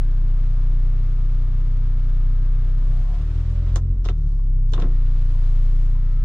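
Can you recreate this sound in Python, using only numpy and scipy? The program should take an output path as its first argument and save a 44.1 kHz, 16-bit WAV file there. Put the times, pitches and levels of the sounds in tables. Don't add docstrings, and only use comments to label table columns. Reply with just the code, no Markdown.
import sys
import numpy as np
from scipy import signal
from scipy.fft import rfft, irfft
from scipy.io import wavfile
from scipy.ndimage import uniform_filter1d

SR = 44100
rng = np.random.default_rng(int(sys.argv[2]) if len(sys.argv) > 2 else 0)


def file_out(sig):
    cols = np.atleast_2d(sig).T
    lim = np.clip(cols, -1, 1)
    pcm = np.round(lim * 32767).astype(np.int16)
    wavfile.write(sys.argv[1], SR, pcm)


N = 275184
TIME = np.arange(N) / SR
FREQS = np.maximum(np.arange(N // 2 + 1) * SR / N, 1)

# time_s, firing_hz
ENGINE_SPEED = [(0.0, 30.43), (1.6, 30.88), (2.21, 30.6), (2.8, 31.6), (3.01, 31.74), (3.14, 36.4),
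                (3.3, 40.32), (3.49, 41.67), (3.7, 43.25), (3.92, 43.84), (4.07, 41.4), (4.18, 36.94),
                (4.45, 32.96), (4.71, 30.67), (5.33, 29.29), (6.24, 30.6)]


def sunroof(free_hz=81.34, spin_up_s=.018, coast_s=.014, flutter=.0017, throb=.035, grain_db=1.0):
    # on_s, off_s, slide_db, bright_share_db, gear_db, groan_db
    runs = [(-.3, 3.762, -54.5, -20.5, 0, -56), (4.79, 6.5, -55.5, -14, -3.5, -64.5)]
    # time_s, shaft_hz
    shaft_speeds = [
        [(0.0, 79.3), (0.12, 78.5), (0.26, 80.1), (0.5, 77.7), (0.95, 78.1), (1.08, 79.2), (1.25, 78.2),
         (1.79, 78.8), (1.92, 81.6), (2.04, 79.4), (2.3, 79.9), (2.5, 78.7), (2.7, 79.8), (2.96, 71.9),
         (3.12, 68.6), (3.55, 72.5), (3.74, 72.6)],
        [(4.88, 78.8), (5.006, 78.0), (5.054, 75.0), (5.2, 73.2), (5.55, 72.3), (5.64, 73.4), (5.78, 77.3),
         (5.984, 81.4), (6.24, 81)],
    ]
    # frequency_hz, level_db
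    felt_spectrum = [(150, 0), (320, 4), (500, 1), (700, 1.5), (860, -4.5), (1200, 1), (1550, -3.5),
                     (2500, -8), (3600, -10.5), (5500, -17.5), (7500, -24), (10000, -34), (13000, -57)]
    starts, stops, *levels = np.transpose(runs)
    run = np.maximum(np.searchsorted(starts, TIME) - 1, 0)
    slide_db, bright_db, gear_db, groan_db = np.array(levels)[:, run]
    moving = gate(starts[run], stops[run], spin_up_s, coast_s)
    steady_hz, = curves(np.vstack(shaft_speeds))
    sag_hz = free_hz - steady_hz
    shaft_hz = np.maximum(steady_hz * moving, 1)
    phase = 2 * np.pi * np.cumsum(shaft_hz * (1 + flutter * walk(25))) / SR
    tones = motor_whine(shaft_hz, phase, gear_db, groan_db)
    felt = hiss(gain_at(felt_spectrum, FREQS))
    bright = undb(bright_db + 0.5 * sag_hz) * hiss(resonance(FREQS, 3100, 3900) ** 3)
    push = (1 + throb * np.cos(phase)) * undb(grain_db * walk(90))
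    slide = (felt + bright) * push * undb(slide_db + 0.2463 * sag_hz)
    return moving * (tones + slide)


def motor_whine(shaft_hz, phase, gear_db, groan_db, waver_db=1.5, left_lag_s=.00003):
    # shaft_multiple, level_db
    gear_tones = [(4, -60), (5, -65), (6, -67), (7, -72), (10, -78), (12, -72.5), (13, -69), (18, -81),
                  (21, -75.5), (22, -76), (26, -78.5), (27, -77), (28, -80)]
    whine_orders = (9, 15, 16, 20, 24)
    # time_s, then level_db of each in turn
    whine_levels = [ (0.0, -63.5, -76, -66, -70, -84), (0.4, -62.5, -74, -64.5, -70, -84),
                    (0.6, -64.5, -66, -65.5, -80, -84), (1.0, -66, -65, -64, -82, -84),
                    (1.6, -73, -73, -67, -78, -82), (2.2, -70, -78, -63, -68, -80),
                    (2.72, -72, -73, -61.5, -68, -80), (2.95, -66, -71, -74, -75, -82),
                    (3.35, -71, -72, -78, -78, -82), (3.7, -80, -80, -68, -76, -80),
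                    (4.95, -76, -80, -70, -80, -71), (5.2, -73, -80, -73, -82, -69),
                    (5.5, -69, -80, -72, -82, -71), (5.85, -80, -82, -69, -78, -70),
                    (6.02, -84, -84, -64, -73, -71.5)]
    housing_db = 20 * np.log10(abs(resonance(8 * shaft_hz, hz=588, width=20)))
    partials = [(8, groan_db + housing_db)]
    partials += [(order, gear_db + db) for order, db in gear_tones]
    partials += zip(whine_orders, curves(whine_levels))
    stereo_phase = np.array([phase - 2 * np.pi * shaft_hz * left_lag_s, phase])
    tones = sum(undb(db + waver_db * walk(8)) * np.cos(order * stereo_phase) for order, db in partials)
    return np.sqrt(2) * tones * undb([[1], [-1]])


def rail_rub(rise_s=.13, fall_s=.02):
    # start_s, end_s, level_db
    stretches = [(2.658, 3.55, -70), (5.101, 5.919, -68)]
    pressure = sum(undb(db) * gate(start, end, rise_s, fall_s) for start, end, db in stretches)
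    return hiss(resonance(FREQS, 6200, 6900) ** 3) * pressure * undb(1.1 * walk(90))


def seal_drag():
    # middle_s, half_length_s, lower_band_db, upper_band_db
    tight_spots = [(2.46, .035, -76, -61), (2.98, .05, -53, -73), (3.076, 0.046, -54.5, -57.5),
                   (3.15, 0.075, -54, -63), (5.35, 0.039, -67, -58), (5.48, .1, -60, -71),
                   (5.97, .03, -78, -63)]
    # centre_hz, width_hz
    roof_bands = [(700, 97), (1010, 130)]
    out = 0
    for band, (hz, width) in enumerate(roof_bands):
        drag = sum(undb(band_dbs[band]) * swell(s, half) for s, half, *band_dbs in tight_spots)
        out = out + hiss(resonance(FREQS, hz, width) ** 2) * drag
    return out * undb(2 * walk(40.04))


def rocker_switch():
    # start_s, rise_s, t60_s, click_hz, click_db, knock_db, thud_db, ring_db
    snaps = [ (3.7578, 0.00049, 0.085, 5450, -29.5, -27, -34.5, -37.5),
             (3.7632, 0.00045, 0.05, 6200, -44, -35.5, -38.5, -54),
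             (4.0441, 0.00096, 0.12, 4570, -47.5, -42, -51.5, -54),
             (4.0505, 0.0024, 0.17, 3970, -40, -38, -32, -43),
             (4.057, 0.001, 0.08, 4200, -45.5, -35, -39, -54.5),
             (4.0875, 0.00024, 0.011, 2200, -25.5, -30.5, -33.5, -42),
             (4.0935, 0.00047, 0.07, 3400, -38, -42, -30.5, -45.5),
             (4.391, 0.00088, 0.044, 1000, -49.5, -53, -56.5, -72),
             (4.722, 0.00049, 0.12, 6000, -49, -44, -33.5, -57),
             (4.7345, 0.00085, 0.095, 4970, -38, -29.5, -34, -28.5)]
    # lag_s, centre_hz, width_hz, t60_s
    switch_parts = [(.0012, 910, 980, 0.1), (.004, 290, 200, 0.1), (0.00011, 3480, 650, 0.06)]
    return blows(snaps, switch_parts)


def drive_clunks():
    # start_s, rise_s, t60_s, click_hz, click_db, knock_db, thud_db, ring_db
    clunks = [ (1.295, 0.004, .06, 1400, -54, -54, -54, -66), (3.212, 0.002, .06, 2500, -52, -50, -42, -58),
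              (4.76, 0.003, 0.12, 2200, -46, -43, -33.5, -56),
              (4.7745, 0.0032, .08, 1100, -41, -29, -33, -52),
              (4.784, 0.0019, .05, 900, -38, -33.5, -33, -56),
              (4.797, 0.0034, 0.22, 4580, -46, -42, -35, -42),
              (4.811, 0.003, .08, 1350, -42, -40, -34, -50),
              (4.8185, 0.003, 0.07, 2400, -43, -32.5, -25, -35.5),
              (4.838, 0.0046, 0.15, 1400, -43, -41, -25.5, -55.5)]
    # lag_s, centre_hz, width_hz, t60_s
    drive_parts = [(.0005, 650, 1050, 0.17), (0.00197, 175, 254, 0.27), (.0001, 3260, 1200, .05)]
    return blows(clunks, drive_parts)


def engine(pulse_lag_s=.01823, jitter_rad=.0093, uneven_db=.25, wander_db=.55, lurch_db=2, left_db=.5):
    # firing_multiple, level_db
    overtones = [(2, -22.5), (3, -28.5), (4, -27.5), (5, -33), (6, -48.5), (7, -38), (8, -54), (9, -43.5),
                 (10, -39.5), (12, -50.5)]
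    # frequency_hz, gain_db
    cabin_boom = [(61, -9.5), (71, -4), (81, 0.5), (88, 1), (110, -5.5), (125, -0.5), (152, -4), (175, -28),
                  (215, -14.5), (320, -20), (450, -17.5)]
    # centre_hz, width_hz, gain_db
    air_mode = [(85.4, 13, 17)]
    # time_s, pulse_db, scatter_db
    effort = [(0, -1.5, 0.7), (2.3, -1, .4), (3.0, -2.5, 2.5), (3.1, -4.5, 1.2), (3.22, -2, 2),
              (3.4, 1, 1.1), (3.62, 0.5, .8), (3.89, .5, 2.5), (4.1, -1, 3), (4.3, 0.5, 3), (4.42, -3.5, 1),
              (4.75, -0.1, 0.9), (5.6, -.5, -0.3), (6.24, -1.5, 1)]
    # middle_s, half_length_s, gain_db
    stumbles = [(3.956, 0.013, -12.5), (4.017, 0.02, -11.5), (4.16, .014, -3.5), (4.193, .014, 2),
                (4.228, 0.016, -9), (4.257, 0.016, 5.5), (4.293, .013, -4.5)]
    firing_hz, = curves(ENGINE_SPEED)
    shake_db = -15 - 0.39 * (firing_hz - firing_hz.min())
    shake_db += wander_db * walk(8.5) + lurch_db * revving() * walk(22)
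    phase = 2 * np.pi * np.cumsum(firing_hz) / SR + jitter_rad * walk(30)
    shake = np.sqrt(2) * undb(shake_db) * np.cos(phase)
    pulse_phase = phase - 2 * np.pi * firing_hz * pulse_lag_s
    pulses = 0
    for order, db in overtones:
        gain = undb(db + uneven_db * walk(14)) * gain_at(cabin_boom, order * firing_hz)
        smear = np.angle(body(air_mode, order * firing_hz))
        pulses -= gain * np.cos(order * pulse_phase + smear)
    effort_db, scatter_db = curves(effort)
    firing_db = effort_db + scatter_db * walk(60)
    firing_db += sum(db * swell(s, half) for s, half, db in stumbles)
    pan = undb([[left_db / 2], [-left_db / 2]])
    return (shake + pulses * undb(firing_db)) * pan


def cabin_air(air_db=-39.5, growl_db=-46, judder_db=-26.5, mount_hz=31.27):
    # frequency_hz, level_db
    air_spectrum = [(14, -17.5), (24, -11.5), (45, -15), (70, -16), (130, -17), (200, -24.5), (330, -30.5),
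                    (500, -41), (750, -49.5), (1150, -46), (1800, -54.5), (6200, -66.5), (9500, -81),
                    (13000, -108)]
    air = hiss(gain_at(air_spectrum, FREQS)) * undb(air_db + 0.17 * walk(12))
    rocking_phase = 2 * np.pi * mount_hz * TIME + .6 * walk(8.1)
    judder = np.sqrt(2) * undb(judder_db) * np.cos(rocking_phase)
    growl = hiss(resonance(FREQS, 180, 300) ** 4) * undb(growl_db)
    return air + (judder + growl) * revving()


def sleeve():
    # middle_s, half_length_s, level_db
    brushes = [(4.296, 0.17, -68), (4.73, 0.052, -63)]
    envelope = sum(undb(db) * swell(s, half) for s, half, db in brushes)
    return hiss(resonance(FREQS, 4500, 5500) ** 3) * envelope * undb(2.1 * walk(99))


def revving():
    firing_hz, = curves(ENGINE_SPEED)
    return ((firing_hz - firing_hz.min()) / np.ptp(firing_hz)) ** 2


def blows(events, parts, click_width_ratio=.49, rise_cycles=.75):
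    out = np.zeros((2, N))
    for s, rise, t60, click_hz, click_db, *part_dbs in events:
        add(out, s, undb(click_db) * contact(click_hz, click_width_ratio * click_hz, t60, rise))
        for db, (lag, hz, width, part_t60) in zip(part_dbs, parts):
            add(out, s + rise + lag, undb(db) * contact(hz, width, part_t60, rise_cycles / hz))
    return out


def contact(hz, width, t60, rise, crack_s=.00052, tail_db=-7, size=8192):
    # centre_hz, width_hz, gain_db
    trim_modes = [(335.5, 13, -2.5), (464, 68, -4.5), (700, 45, 0), (1058.6, 38, 6.5), (1305, 64, -1),
                  (1850, 170, -25.5), (2900, 180, -5), (3580, 340, 4), (5600, 270, -8), (6400, 1300, 1.5)]
    t = np.arange(size) / SR
    f = np.maximum(np.arange(size // 2 + 1) * SR / size, 1)
    since_peak = np.maximum(t - rise, 0)
    crack = np.exp(-since_peak / crack_s)
    tail = undb(tail_db) * np.exp(-np.log(1000) * since_peak / t60)
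    envelope = np.minimum(t / rise, 1) * (crack + tail)
    top_hz = hz + 0.47 * width
    lowpass = 1 / (1 - (f / top_hz) ** 2 + 1j * np.sqrt(2) * f / top_hz)
    colour = resonance(f, hz, 2 * width) ** 2 * lowpass * body(trim_modes, f)
    hit = stereo(rng.standard_normal((2, size)) * envelope, colour, f)
    return unit(hit) * np.sqrt(np.mean(envelope ** 2))


def stereo(pair, response, f):
    # frequency_hz, side_minus_mid_db
    spread = [(60, -25.5), (125, -16), (250, -23.5), (500, -7.5), (1000, -7), (2000, -3.5), (4000, -1.5),
              (8000, 1.5)]
    # frequency_hz, left_minus_right_db
    balance = [(60, 6.5), (250, 1), (1000, 1), (3500, 2), (7500, -2)]
    mid, side = rfft(pair) * response
    side = side * gain_at(spread, f)
    lean = np.sqrt(gain_at(balance, f))
    return irfft(np.array([(mid + side) * lean, (mid - side) / lean]))


def hiss(response):
    return unit(stereo(rng.standard_normal((2, N)), response, FREQS))


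def resonance(f, hz, width):
    return 1 / (1 + 1j * (f * f - hz * hz) / (f * width))


def body(modes, f):
    return 1 + sum(undb(db) * resonance(f, hz, width) for hz, width, db in modes)


def gain_at(spectrum, hz):
    f, db = np.transpose(spectrum)
    return undb(np.interp(np.log(hz), np.log(f), db))


def curves(table):
    times, *columns = np.transpose(table)
    return [np.interp(TIME, times, column) for column in columns]


def walk(rate_hz):
    hold = int(SR / rate_hz)
    steps = np.repeat(rng.standard_normal(N // hold + 1), hold)
    return 1.4 * uniform_filter1d(uniform_filter1d(steps, hold), hold)[:N]


def gate(start_s, end_s, rise_s, fall_s):
    attack = 1 - np.exp(-np.maximum(TIME - start_s, 0) / rise_s)
    return attack * np.exp(-np.maximum(TIME - end_s, 0) / fall_s)


def swell(middle_s, half_length_s):
    return np.exp(-((TIME - middle_s) / half_length_s) ** 2)


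def add(out, start_s, sound):
    part = out[:, int(start_s * SR):][:, :sound.shape[1]]
    part += sound[:, :part.shape[1]]


def undb(db):
    return 10 ** (np.asarray(db) / 20)


def unit(x):
    return x / np.sqrt(np.mean(x ** 2))


def scene():
    bed = engine() + cabin_air()
    roof = sunroof() + rail_rub() + seal_drag()
    return bed + roof + sleeve() + rocker_switch() + drive_clunks()


def record(dry, top_hz=15500):
    return signal.sosfilt(signal.ellip(8, .2, 70, top_hz, fs=SR, output="sos"), dry)


dry = scene()
out = record(dry)
file_out(out)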